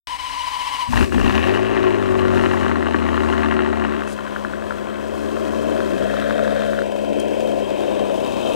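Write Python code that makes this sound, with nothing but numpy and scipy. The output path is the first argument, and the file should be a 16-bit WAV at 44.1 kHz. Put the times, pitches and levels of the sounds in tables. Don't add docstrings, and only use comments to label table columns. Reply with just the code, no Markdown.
import sys
import numpy as np
from scipy import signal
from scipy.fft import rfft, irfft, next_fast_len
from scipy.io import wavfile
from scipy.ndimage import uniform_filter1d, minimum_filter1d, map_coordinates

SR = 44100
rng = np.random.default_rng(int(sys.argv[2]) if len(sys.argv) > 2 else 0)


def store_wav(level_fs):
    pcm = np.round(np.clip(np.atleast_2d(level_fs), -1, 1) * 32767)
    wavfile.write(sys.argv[1], SR, pcm.T.astype(np.int16))


N = 377055
TIME = np.arange(N) / SR
FFT_SIZE = next_fast_len(N + SR // 2)
FFT_HZ = np.fft.rfftfreq(FFT_SIZE, 1 / SR)
IDLE_HZ, FLARE_HZ = 70, 92

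# start_s, length_s
CATCHES, ALL_FIRE = (0.871, 0.047), (0.914, 0.063)
STUMBLES, RECOVERS = (1.04, 0.04), (1.108, 0.02)
SMOOTHS, CLEARS = (1.05, 0.45), (1.29, 1)
VALVE_SHUTS, PIPES_TURN, CLUTCH_BITES = (3.8, 0.37), (5.34, 1.02), (5.72, 0.64)
ROLLS = (6.8, 0.035)
SQUARES_UP = (7.23, 1.34)


def amp(db):
    return 10 ** (np.asarray(db) / 20)


def unit(x):
    return x / np.sqrt(np.mean(x ** 2) + 1e-20)


def steady(x):
    return x / np.sqrt(np.abs(uniform_filter1d(x ** 2, size=SR // 8)) + 1e-12)


def noise():
    return rng.standard_normal(N)


def curve(rows):
    return np.interp(TIME, *np.transpose(rows))


def along(points, hz):
    knots_hz, *columns = np.transpose(points)
    return [np.interp(np.log(hz + 1), np.log(knots_hz + 1), column) for column in columns]


def wobble(rate_hz):
    return map_coordinates(rng.standard_normal(int(N * rate_hz / SR) + 4), [TIME * rate_hz])


def ramp(start_s, length_s):
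    return np.clip((TIME - start_s) / length_s, 0, 1)


def smooth_step(start_s, length_s):
    return np.sin(np.pi / 2 * ramp(start_s, length_s)) ** 2


def phase(hz):
    return 2 * np.pi * np.cumsum(hz) / SR


def colour(x, points):
    size = 16384
    gain_db, = along(points, np.fft.rfftfreq(size, 1 / SR))
    cepstrum = irfft(np.log(amp(gain_db) + 1e-6))
    cepstrum[1:size // 2] *= 2
    cepstrum[size // 2 + 1:] = 0
    return signal.fftconvolve(x, irfft(np.exp(rfft(cepstrum))))[:N]


def impulses(times_s, sizes):
    return np.bincount(np.round(np.asarray(times_s) * SR).astype(int), sizes, N)[:N]


def decay(x, life_s):
    return signal.lfilter([1], [1, -np.exp(-1 / (life_s * SR))], x)


def electronic_whine(pitch_hz=7867, level_db=-56, dip_db=-8):
    dip = ramp(*SMOOTHS) - ramp(VALVE_SHUTS[0], 5.6)
    angle = 2 * np.pi * pitch_hz * TIME
    tone = np.sin(angle) + amp(-16) * np.sin(2 * angle)
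    return amp(level_db + dip_db * dip) * tone * ramp(ENGAGE_S, 0.002)


def reverberation(x, t60_s):
    age_s = TIME[:SR // 2]
    tail = rng.standard_normal(len(age_s)) * amp(-60 * age_s / t60_s)
    return signal.fftconvolve(x, tail / np.linalg.norm(tail))[:N]


# frequency_hz, right_below_db, left_lead_rad, coherence
MICROPHONE_PAIR = [(40, 7, 3.1, .995), (130, 8.5, 3.3, .999), (260, 8.6, 3.55, .999), (500, 8.8, 3.8, .997),
                   (1030, 9.8, 4.35, .985), (2000, 9.6, 5.25, .92), (4000, 8.2, 5.95, .77),
                   (8000, 9.9, 6.25, .6), (15000, 9.6, 6.3, .52)]

def microphones(direct, diffuse):
    below_db, lead_rad, coherence = along(MICROPHONE_PAIR, FFT_HZ)
    coherent = amp(-below_db) * coherence * np.exp(-1j * lead_rad)
    incoherent = amp(-below_db) * np.sqrt(1 - coherence ** 2)
    left = 2 * rfft(direct, FFT_SIZE) / (1 + coherent)
    right = coherent * left + 2 * incoherent * rfft(diffuse, FFT_SIZE) / (1 + coherent)
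    return irfft(np.array([left, right]), FFT_SIZE)[:, :N]


# frequency_hz, gain_db
RUMBLE_SPECTRUM = [(18, -16), (32, 1), (48, 1), (62, -10), (90, -26), (200, -50)]

def rumble(level_db=-64):
    return amp(level_db + 2.2 * wobble(5)) * unit(colour(noise(), RUMBLE_SPECTRUM)) * ramp(*CATCHES)


# start_s, length_s, pitch_hz, level_db
METAL_CHIRPS = [(4.056, 0.046, 2630, -40), (7.187, 0.03, 3160, -37.5), (7.44, 0.044, 3140, -40),
                (7.637, 0.037, 3180, -42), (8.448, 0.045, 3170, -36)]

def metal_chirps(waver=0.0068):
    clock_s = np.cumsum(1 + waver * wobble(150)) / SR
    return sum(amp(db) * np.sin(np.pi * ramp(start_s, length_s)) * np.sin(2 * np.pi * hz * clock_s)
               for start_s, length_s, hz, db in METAL_CHIRPS)


# start_s, length_s, level_db
AIR_PUFFS = [(4.028, .012, -56), (4.068, 0.04, -46), (4.11, 0.022, -44), (7.189, .012, -42.5)]
# frequency_hz, gain_db
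AIR_SPECTRUM = [(1500, -30), (4000, 3), (7000, 4.5), (10500, 2), (12000, -8), (16000, -17)]

def air_puffs(rise_s=0.01, life_s=0.0075):
    envelope = sum(amp(db) * smooth_step(start_s, rise_s)
                   * np.exp(-np.maximum(TIME - start_s - length_s, 0) / life_s)
                   for start_s, length_s, db in AIR_PUFFS)
    return envelope * unit(colour(noise() * amp(3.8 * wobble(300)), AIR_SPECTRUM))


# start_s, length_s, level_db
GAS_SLUGS = [(0.906, 0.1, -28.5), (1.142, 0.11, -29.5)]

def silencer_thumps(pitch_hz=50, waver=0.156, attack_s=0.045, release_s=0.07):
    swell = sum(amp(db) * (smooth_step(start_s, attack_s) - smooth_step(start_s + length_s, release_s))
                for start_s, length_s, db in GAS_SLUGS)
    return swell * unit(np.sin(phase(pitch_hz * (1 + waver * wobble(40)))))


def pipe_bark(start_s=0.931, pitch_hz=910, level_db=-13, attack_s=0.003, life_s=0.0026):
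    age_s = np.maximum(TIME - start_s, 0)
    envelope = smooth_step(start_s, attack_s) * np.exp(-np.maximum(age_s - attack_s, 0) / life_s)
    return amp(level_db) * envelope * np.sin(2 * np.pi * pitch_hz * age_s)


ENGAGE_S, SLIP_S, SPUN_S, UNLOAD_S, RELEASE_S = 0.072, 0.178, 0.68, 0.823, 0.9
# multiple, level_db
MESH_HARMONICS = [(2, -29), (3, -20), (4, -27), (5, -32)]
# frequency_hz, gain_db
CASE_SPECTRUM = [(500, -28.5), (760, -18.5), (880, -4.5), (1000, -11), (1120, -3), (1230, -25), (1700, -46)]
GRIT_SPECTRUM = [(760, -31), (1300, -9.5), (1460, -11), (1860, -4.5), (2100, -2), (2540, -5.5),
                 (2940, -3.5), (3440, -8), (4720, -10.5), (7480, -19.5), (8130, -17), (11300, -24),
                 (14300, -36), (15900, -45)]
CRANKING_SPECTRUM = [(18, -41), (30, -7), (62, -3), (150, -18), (215, -24), (282, -6.5), (323, -22),
                     (515, -18), (757, -12), (800, -11), (1040, -37), (1760, -120)]

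def starter(mesh_hz=1003, stroke_s=0.0683, sway=0.0323):
    slip = np.exp(-((TIME - SLIP_S) / 0.0091) ** 2)
    slack_db = -8 * slip - 10.5 * smooth_step(UNLOAD_S, 0.072)
    spin_up_s = np.clip(TIME, ENGAGE_S, SPUN_S) - ENGAGE_S
    stroke = 2 * np.pi * (TIME - 0.337) / stroke_s
    load = np.cos(stroke)
    gear_db = -34 + 9.5 * spin_up_s + 0.5 * slack_db + 1.8 * load
    whirr_db = -30.5 + 5 * spin_up_s + slack_db + (2.6 * spin_up_s - 0.2) * load
    mesh_phase = phase(mesh_hz * (1 - sway * np.sin(stroke) + 0.0088 * wobble(201)))
    case_phase = phase(mesh_hz * (1 - 0.3 * sway * np.sin(stroke) + 0.017 * wobble(80)))
    case_tone = unit(np.sin(case_phase) * (1 + 0.48 * wobble(80.9)))
    gear = amp(gear_db) * (amp(-1) * case_tone + amp(-9) * unit(colour(noise(), CASE_SPECTRUM)))
    teeth = sum(amp(db) * unit(np.sin(multiple * mesh_phase) * (1 + 0.3 * wobble(250)))
                for multiple, db in MESH_HARMONICS)
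    grit = unit(colour(noise(), GRIT_SPECTRUM))
    whirr = amp(whirr_db) * (amp(-7) * grit + amp(10) * teeth * (2 + load) / 3)
    cranking = amp(-50) * unit(colour(noise(), CRANKING_SPECTRUM))
    meshed = 1 - ramp(RELEASE_S - 0.025, 0.02)
    spinning = 1 - ramp(RELEASE_S, 0.035)
    return (gear * meshed + (whirr + cranking) * spinning) * ramp(ENGAGE_S, 0.0025)


def pinion_clack(level_db=-23.5, life_s=0.0021):
    burst = unit(colour(noise(), [(200, -13), (1000, 6.5), (3000, 3), (14000, -29)]))
    return amp(level_db) * decay(impulses([ENGAGE_S], [1]), life_s) * burst


# start_s, body_db, edge_db
SINGLE_POPS = [(0.934, -16, -36), (0.957, -17, -28), (0.968, -16, -23), (0.985, -17, -25),
               (1.008, -16, -29), (1.026, -15, -24), (1.121, -17, -31), (1.143, -23, -29), (1.18, -14, -29),
               (1.199, -18, -29), (1.212, -18, -26), (1.243, -23, -27), (1.257, -20, -24),
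               (1.276, -18, -21), (1.305, -17, -26), (1.346, -19, -24), (1.36, -18, -24), (1.433, -18, -25),
               (1.467, -16, -25), (1.537, -16, -30), (1.548, -16, -27), (1.559, -13, -26),
               (1.569, -15, -29), (2.19, -20, -25), (2.251, -14, -31), (2.372, -15, -32), (2.394, -13, -30),
               (2.436, -14, -30), (2.459, -10, -23), (2.512, -11, -26), (2.535, -10, -33),
               (2.571, -15, -33), (2.629, -15, -32), (2.663, -12, -31), (2.713, -11, -32),
               (2.825, -12, -33), (2.866, -9, -30), (2.943, -8, -33), (3.02, -14, -34), (3.086, -14, -34),
               (3.176, -10, -32), (3.203, -13, -27), (3.334, -13, -34), (3.509, -14, -31), (3.521, -9, -32),
               (3.59, -10, -30), (3.603, -11, -27), (3.82, -16, -35), (3.848, -12, -32), (3.944, -17, -38),
               (4.019, -18, -40), (4.074, -20, -42), (4.706, -17.5, -42), (4.721, -21, -44),
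               (4.9, -27, -46), (5.366, -24, -42), (5.803, -23, -36), (6.021, -21, -38), (6.138, -19, -36),
               (6.167, -22, -33), (6.447, -22, -36), (6.505, -25, -31), (6.561, -22, -33),
               (6.618, -23, -31), (6.731, -22, -40), (6.787, -21, -35), (6.817, -24, -44),
               (8.096, -27, -34)]
# first_s, last_s, body_db, edge_db
POP_RUNS = [(4.187, 4.621, -20, -50), (6.222, 6.476, -18.5, -33)]
# frequency_hz, gain_db
BODY_OPEN = [(100, -77), (300, 8), (600, -4.5), (1000, 4), (1400, 4), (1850, 4.5), (2300, -13), (4000, -40),
             (15000, -51)]
EDGE_OPEN = [(400, -63), (1200, -19), (2200, -20.5), (2800, 8), (3400, -15), (4200, -11.5), (5000, -46),
             (15000, -78)]
BODY_SHUT = [(300, -32), (700, -5), (1100, 2), (1450, 7.5), (1750, 2), (2200, -14), (4000, -34),
             (15000, -51)]
EDGE_SHUT = [(1000, -52), (2500, -9), (3200, -10), (3700, 0.5), (4100, -27), (4600, -17), (15000, -60)]

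def exhaust_pops(spray=0.092, life_s=0.0025, lag_s=0.001514):
    rows = list(SINGLE_POPS)
    for first_s, last_s, *levels_db in POP_RUNS:
        cycle_s = len(FIRING_ORDER) / 2 / np.interp((first_s + last_s) / 2, *np.transpose(FIRING_RATE))
        count = round((last_s - first_s) / cycle_s) + 1
        rows += [(start_s, *levels_db) for start_s in np.linspace(first_s, last_s, count)]
    times_s, body_db, edge_db = np.transpose(rows)
    shut = np.interp(times_s, TIME, ramp(*VALVE_SHUTS))

    def crack(sizes, spectrum):
        fronts = impulses(times_s + lag_s, sizes)
        peak = np.abs(colour(impulses([0], [1]), spectrum)).max()
        return colour(fronts + spray * decay(fronts, life_s) * noise(), spectrum) / peak
    body, edge = amp(body_db + 1.2), amp(edge_db + 1)
    return (crack(body * (1 - shut), BODY_OPEN) + crack(edge * (1 - shut), EDGE_OPEN)
            + crack(body * shut, BODY_SHUT) + crack(edge * shut, EDGE_SHUT))


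SPIT_LIFE_S = 0.0035
# frequency_hz, gain_db
TIP_LOW_MODE = [(1800, -44), (2400, -20), (2540, -1), (2660, 0), (2790, -16), (3300, -50)]
TIP_HIGH_MODE = [(2500, -50), (2990, -25), (3080, 0), (3180, 0), (3290, -18), (4200, -54)]

def tip_ring(taps, pitch_drift=0.007):
    ring = 0
    for mode, db in [(TIP_LOW_MODE, -2), (TIP_HIGH_MODE, -4.5 + 3.5 * ramp(*PIPES_TURN))]:
        note = colour(decay(taps, SPIT_LIFE_S) * noise(), mode)
        drifting = map_coordinates(note, [np.arange(N) + np.cumsum(pitch_drift * wobble(12))])
        ring += amp(db) * steady(drifting)
    return ring


# frequency_hz, gain_db
HISS_SPECTRUM = [(2470, -12), (4200, 5), (4420, -1), (4800, 2), (5340, 1), (7210, -1), (7750, -2),
                 (8240, -3), (11900, -9), (15900, -16)]
OPEN_VALVE_LOSS = [(7000, -3), (10000, -4.5), (14000, -7.5)]

def gas_hiss(spits, valve_open, cold):
    hiss = steady(colour(0.5 * spits + noise() * amp(1.2 * wobble(60)), HISS_SPECTRUM))
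    return hiss + valve_open * (1 - cold) * (colour(hiss, OPEN_VALVE_LOSS) - hiss)


# frequency_hz, gain_db
WASH_SPECTRUM = [(1000, -0.5), (2200, -2.5), (3300, -4), (5000, 0.5)]
RASP_COLD = [(440, -20), (750, 0.5), (1010, 0), (1090, 5.5), (1280, -6), (1480, -2.5), (1880, 2.5),
             (2140, -6.5), (2670, 0), (3390, -13.5), (3910, -14), (5000, -29), (6500, -30.5), (11000, -120)]
RASP_VALVE_OPEN = [(410, -33.5), (700, -2), (766, -10), (889, -2.5), (981, -9), (1090, 0.5), (1290, -6.5),
                   (1390, -4.5), (1480, -7), (1890, -6), (2200, -15.5), (2860, -12.5), (3400, -23.5),
                   (4170, -24), (5000, -52), (6500, -78), (11000, -120)]
RASP_VALVE_SHUT = [(440, -37), (750, -4), (780, -3), (865, -5.5), (1050, 4.5), (1220, -3), (1530, 0),
                   (2260, -11.5), (2940, -13), (3180, -9), (3700, -18.5), (4070, -19.5), (4470, -32),
                   (5000, -38), (6500, -49), (11000, -120)]
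RASP_LOADED = [(480, -49), (820, -19), (898, -9), (968, -12), (1010, -7), (1280, -7), (1520, 0), (1790, -3),
               (2180, -15), (2670, -13), (2900, -20), (3200, -13), (3800, -15), (4500, -28), (6500, -56),
               (11000, -120)]
RASP_ROLLING = [(450, -12), (760, -1), (1020, 3.5), (1150, -10), (1230, -11.5), (1500, -3.5), (1660, -4),
                (2080, -10), (2540, -5), (2880, -9), (3090, -14), (3400, -12), (3820, -15), (4370, -31),
                (5000, -18), (6500, -72), (11000, -120)]
RASP_ON_AXIS = [(450, -10), (760, 5.5), (1020, 6.5), (1150, 2), (1300, -5.5), (1500, -2.5), (1700, -6.5),
                (2080, -12.5), (2560, -5), (2880, -5), (3120, -11), (3400, -8), (3750, -3.5), (4100, -15),
                (4400, -24), (5000, -29), (6500, -63), (11000, -120)]

def gas_rasp(spits, valve_open, cold, load, rolling):
    wash = amp(2.5 - 6 * valve_open) * colour(noise(), WASH_SPECTRUM)
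    flow = spits + (1 - rolling) * wash + 2 * rolling * noise()
    on_axis = ramp(*SQUARES_UP)
    idling = np.clip(1 - valve_open - load - rolling, 0, 1)
    states = [(valve_open * cold, RASP_COLD), (valve_open * (1 - cold), RASP_VALVE_OPEN),
              (idling, RASP_VALVE_SHUT), (load, RASP_LOADED),
              (rolling - on_axis, RASP_ROLLING), (on_axis, RASP_ON_AXIS)]
    return steady(sum(share * unit(colour(flow, spectrum)) for share, spectrum in states))


def gas_spits(pulses, turbulent_share=0.91):
    turbulence = unit(decay(np.abs(pulses), SPIT_LIFE_S) * noise())
    return np.sqrt(1 - turbulent_share) * unit(pulses) + np.sqrt(turbulent_share) * turbulence


def disperse(x, delay_s=0.01383, corner_hz=380.6):
    lag_rad = 2 * np.pi * delay_s * corner_hz * np.arctan(FFT_HZ / corner_hz)
    return irfft(rfft(x, FFT_SIZE) * np.exp(-1j * lag_rad), FFT_SIZE)[:N]


# frequency_hz, gain_db
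BASS_RESONANCE = [(15, -66), (33, -16), (50, -8), (72, 13.5), (105, 9.5), (140, -8), (200, -43), (400, -83)]
BOOM_VALVE_OPEN = [(60, -54), (110, -22.5), (145, -9), (180, -4.5), (212, 9.5), (235, 7), (262, 8.5),
                   (285, -5.5), (350, -15), (500, -26), (1200, -100)]
BOOM_VALVE_SHUT = [(60, -55), (110, -17), (145, -8.5), (180, -4), (204, 11), (220, 11), (243, -2.5),
                   (280, -2), (315, -10), (350, -11), (500, -28), (1200, -100)]
ROAR_VALVE_OPEN = [(120, -83), (230, -28), (275, -1), (300, -1.5), (335, -2), (372, 10), (405, 1.5),
                   (455, -16), (600, -24), (1200, -84)]
ROAR_VALVE_SHUT = [(160, -75.5), (250, -21.5), (288, 1.5), (318, -3), (349, 7), (372, 1.5), (397, 5.5),
                   (430, -5.5), (480, -23), (600, -26), (1200, -82)]
HONK_RESONANCE = [(200, -61.5), (380, -19), (470, 2), (530, 4.5), (565, 8), (600, 4.5), (640, 6),
                  (720, -4.5), (820, -17), (1100, -26), (2500, -87)]

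def pipe_resonances(pulses, churn, turbulence, valve_open):
    def resonate(resonance, churn_share):
        share = np.clip(churn_share, 0, 1)
        return steady(colour(np.sqrt(1 - share) * pulses + np.sqrt(share) * churn, resonance))

    def valved(opened, shut, churn_share):
        return steady(valve_open * resonate(opened, churn_share)
                      + (1 - valve_open) * resonate(shut, churn_share))
    bass = resonate(BASS_RESONANCE, turbulence ** 2)
    boom = valved(BOOM_VALVE_OPEN, BOOM_VALVE_SHUT, 0.16 * turbulence)
    roar = valved(ROAR_VALVE_OPEN, ROAR_VALVE_SHUT, turbulence + 0.17)
    honk = resonate(HONK_RESONANCE, turbulence + 0.025 + 0.26 * valve_open)
    return bass, boom, roar, honk


def crank_throb(firing_hz, firings_per_turn=3, crest_s=7.16):
    turns = np.cumsum(firing_hz) / SR / firings_per_turn
    return np.cos(2 * np.pi * (turns - np.interp(crest_s, TIME, turns)))


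# time_s, effort_db
ENGINE_EFFORT = [(1.02, 10.5), (1.14, 9), (1.32, 10), (1.5, 7), (1.7, 4.5), (2.05, 6), (2.4, 8.5),
                 (2.7, 6.5), (3.4, 7.5), (3.9, 4.5), (4.2, 1), (4.9, 1.5), (5.7, 4.5), (6.6, 3.5),
                 (6.95, 2.5), (7.3, 3.5), (7.9, 4), (8.5, 7)]
# idle_db, db_per_effort_db, db_per_octave,
# valve_open_db, turned_db, rolling_db, on_axis_db, first_cylinders_db, stumble_db, load_db
VOICE_LEVELS = [(-50.5, 1.78, 2.5, 3.5, -2, -1, -5.5, 0, -8, 1.5),
                (-39.5, 0.884, -4.5, 3.5, 2.5, -1, -5.5, -4.5, -12, 0.5),
                (-41, 1.5, 12.5, -1.5, 0.55, 1.5, -3, -35, -5.5, 0.5),
                (-38.5, 1, 10.5, -7, 8, -.5, -3, -13, -9, 0.5),
                (-39, 0.36, 2.5, 7, 3.5, -5.5, 4, -6.5, -12.5, -1),
                (-56, 1.71, 2.5, -4.5, -0.5, -0.5, -0.5, -2.5, -4, 1),
                (-54.5, 1.69, -6, -11, 0.5, 1, -2.5, -15, -11, -0.5)]
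# time_s, gain_db
ROAR_SWELLS = [(1.3, 0.5), (1.42, -4.5), (1.53, 2), (1.72, -1.5), (1.88, 4), (2.01, -1), (2.13, 3),
               (2.34, -1), (2.47, -0.5), (2.62, -1), (3.05, -2.5), (3.3, 0.5), (3.9, 3.5), (4.2, -2.5),
               (5.25, 1.5), (5.85, 0.5), (5.97, 3.5), (6.15, -2), (6.6, -4.5), (7.1, 0), (7.66, -0.5),
               (7.82, 3.5), (8.14, 0), (8.35, -2)]
HONK_SWELLS = [(5.25, 0.5), (5.82, 1), (6.1, -1), (6.5, 0), (6.82, 0.5), (6.98, -2), (7.15, -0.5),
               (7.3, -3), (7.56, 1.5), (7.66, -2), (8.06, 1), (8.3, -3.5), (8.5, 0)]
RASP_SWELLS = [(1.1, -1.5), (1.17, -4), (1.26, 0), (1.46, 0.5), (1.62, -1), (1.87, 0.5), (1.97, -3),
               (2.22, -2), (2.4, 0), (2.95, -2), (3.3, 0), (3.8, -1), (4.2, 0)]

def voice_gains(firing_hz, valve_open, load, rolling, drift_db=0.95, throb_db=1.8, bite_db=2.5):
    octaves = np.log2(firing_hz / IDLE_HZ)
    stumble = ramp(*STUMBLES) - ramp(*RECOVERS)
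    controls = np.array([np.ones(N), curve(ENGINE_EFFORT), octaves, valve_open, ramp(*PIPES_TURN),
                         rolling, ramp(*SQUARES_UP), 1 - ramp(*ALL_FIRE), stumble, load])
    bass, boom, roar, honk, rasp, hiss, ring = [
        amp(np.dot(row, controls) + drift_db * wobble(8)) for row in VOICE_LEVELS]
    roar *= amp(curve(ROAR_SWELLS))
    honk *= amp(curve(HONK_SWELLS) + throb_db * (load + rolling) * (crank_throb(firing_hz) + 0.2))
    rasp *= amp(curve(RASP_SWELLS))
    bite = amp(bite_db * (1 - ramp(*STUMBLES)))
    return bass, boom, roar, honk, bite * rasp, bite * hiss, ring


# scatter_ratio, limp_ratio, crackle_db, turbulent_share, far_bank_gain, lag_s
COMBUSTION_STATES = [(0.43, 0.3, 3, 0.88, 0, 0.00051), (0.11, 1, 4.5, 0.11, 0.48, 0.00074),
                     (0.09, 0, 5.5, 0.24, 0.03, .0007), (0.12, 0.05, 2.5, 0.42, 0.25, 0.00066),
                     (0.11, 0.04, 5, 0.26, 0.42, 0.00027), (0.16, 0.25, 9.5, 0.38, 0.23, 0.00041),
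                     (0.18, 0.12, 8.5, 0.2, 0.83, 0.0011)]

def combustion(firing_hz, valve_open, load, rolling):
    catching = 1 - ramp(*SMOOTHS)
    flaring = np.clip((firing_hz - IDLE_HZ) / (FLARE_HZ - IDLE_HZ), 0, 1) ** 2
    fast, on_axis = valve_open * (1 - catching), ramp(*SQUARES_UP)
    idling = 1 - valve_open - load - rolling
    shares = [catching, fast * flaring, fast * (1 - flaring), idling, load, rolling - on_axis, on_axis]
    return np.transpose(COMBUSTION_STATES) @ np.array(shares)


# time_s, rate_hz
FIRING_RATE = [(1.26, 59.0), (1.52, 100.7), (1.71, 113.0), (2.09, 93.7), (2.51, 91.4), (2.74, 78.9),
               (3.8, 72.8), (4.06, 70.0), (4.47, 68.6), (4.62, 71.3), (4.75, 68.2), (5.1, 72.6),
               (5.79, 74.2), (5.94, 65.2), (6.3, 72.5), (6.5, 70.5), (6.92, 69.9), (7.38, 73.9),
               (7.66, 67.7), (7.8, 69.8), (8.05, 67.9), (8.5, 65.2)]
# push_gain, rasp_db
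FIRING_ORDER = [(0.96, 3), (0.98, -7), (1, 4), (0.07, -13), (0.93, 4), (0.65, -7), (1, 2.5), (0.8, -26),
                (1, 4.5), (0.82, -10), (1.02, 1.5), (0.75, -10)]

def engine():
    firing_hz = curve(FIRING_RATE)
    cold, valve_open, rolling = 1 - ramp(*CLEARS), 1 - ramp(*VALVE_SHUTS), ramp(*ROLLS)
    load = ramp(*CLUTCH_BITES) * (1 - rolling)
    scatter, limp, crackle_db, turbulence, far_gain, lag_s = combustion(
        firing_hz, valve_open, load, rolling)
    gains = voice_gains(firing_hz, valve_open, load, rolling)

    fired = 2 * np.cumsum(firing_hz * (1 + 0.004 * wobble(20))) / SR
    onsets = np.flatnonzero(np.diff(np.floor(fired)))
    firing = np.arange(len(onsets))
    push, rasp_db = np.array(FIRING_ORDER)[firing % len(FIRING_ORDER)].T
    time_draw, size_draw, crackle_draw = rng.standard_normal((len(onsets), 3)).T
    limping = firing // 2 % 2
    times_s = onsets / SR + 0.0008 * scatter[onsets] * time_draw + lag_s[onsets] * limping
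    strength = 1 + limp[onsets] * (-1) ** limping + scatter[onsets] * size_draw
    bank_gain = np.where(firing % 2, far_gain[onsets], 1)

    pulses = unit(disperse(impulses(times_s, bank_gain * push * strength)))
    churn = unit(decay(impulses(times_s, bank_gain), life_s=0.0085) * noise())
    spits = gas_spits(impulses(times_s, amp(rasp_db + crackle_db[onsets] * np.tanh(crackle_draw))))
    taps = impulses(times_s, amp(rasp_db + 1.5 * size_draw))
    voices = [*pipe_resonances(pulses, churn, turbulence, valve_open),
              gas_rasp(spits, valve_open, cold, load, rolling),
              gas_hiss(spits, valve_open, cold), tip_ring(taps)]
    return sum(gain * voice for gain, voice in zip(gains, voices)) * ramp(*CATCHES)


def scene():
    car = (starter() + pinion_clack() + engine() + silencer_thumps() + pipe_bark() + rumble()
           + exhaust_pops() + air_puffs() + metal_chirps())
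    lot = amp(-17) * colour(reverberation(car, t60_s=0.25), [(150, -12), (600, 0), (6000, -2)])
    return microphones(car + lot + electronic_whine(), reverberation(car, t60_s=0.3))


def record(dry):
    ceiling, top_hz = 0.93, 15900
    needed = np.minimum(1, ceiling / (np.abs(dry).max(axis=0) + 1e-9))
    gain = uniform_filter1d(minimum_filter1d(needed, size=301), size=151)
    return irfft(rfft(dry * gain, FFT_SIZE) * (FFT_HZ < top_hz), FFT_SIZE)[:, :N]


dry = scene()
out = record(dry)
store_wav(out)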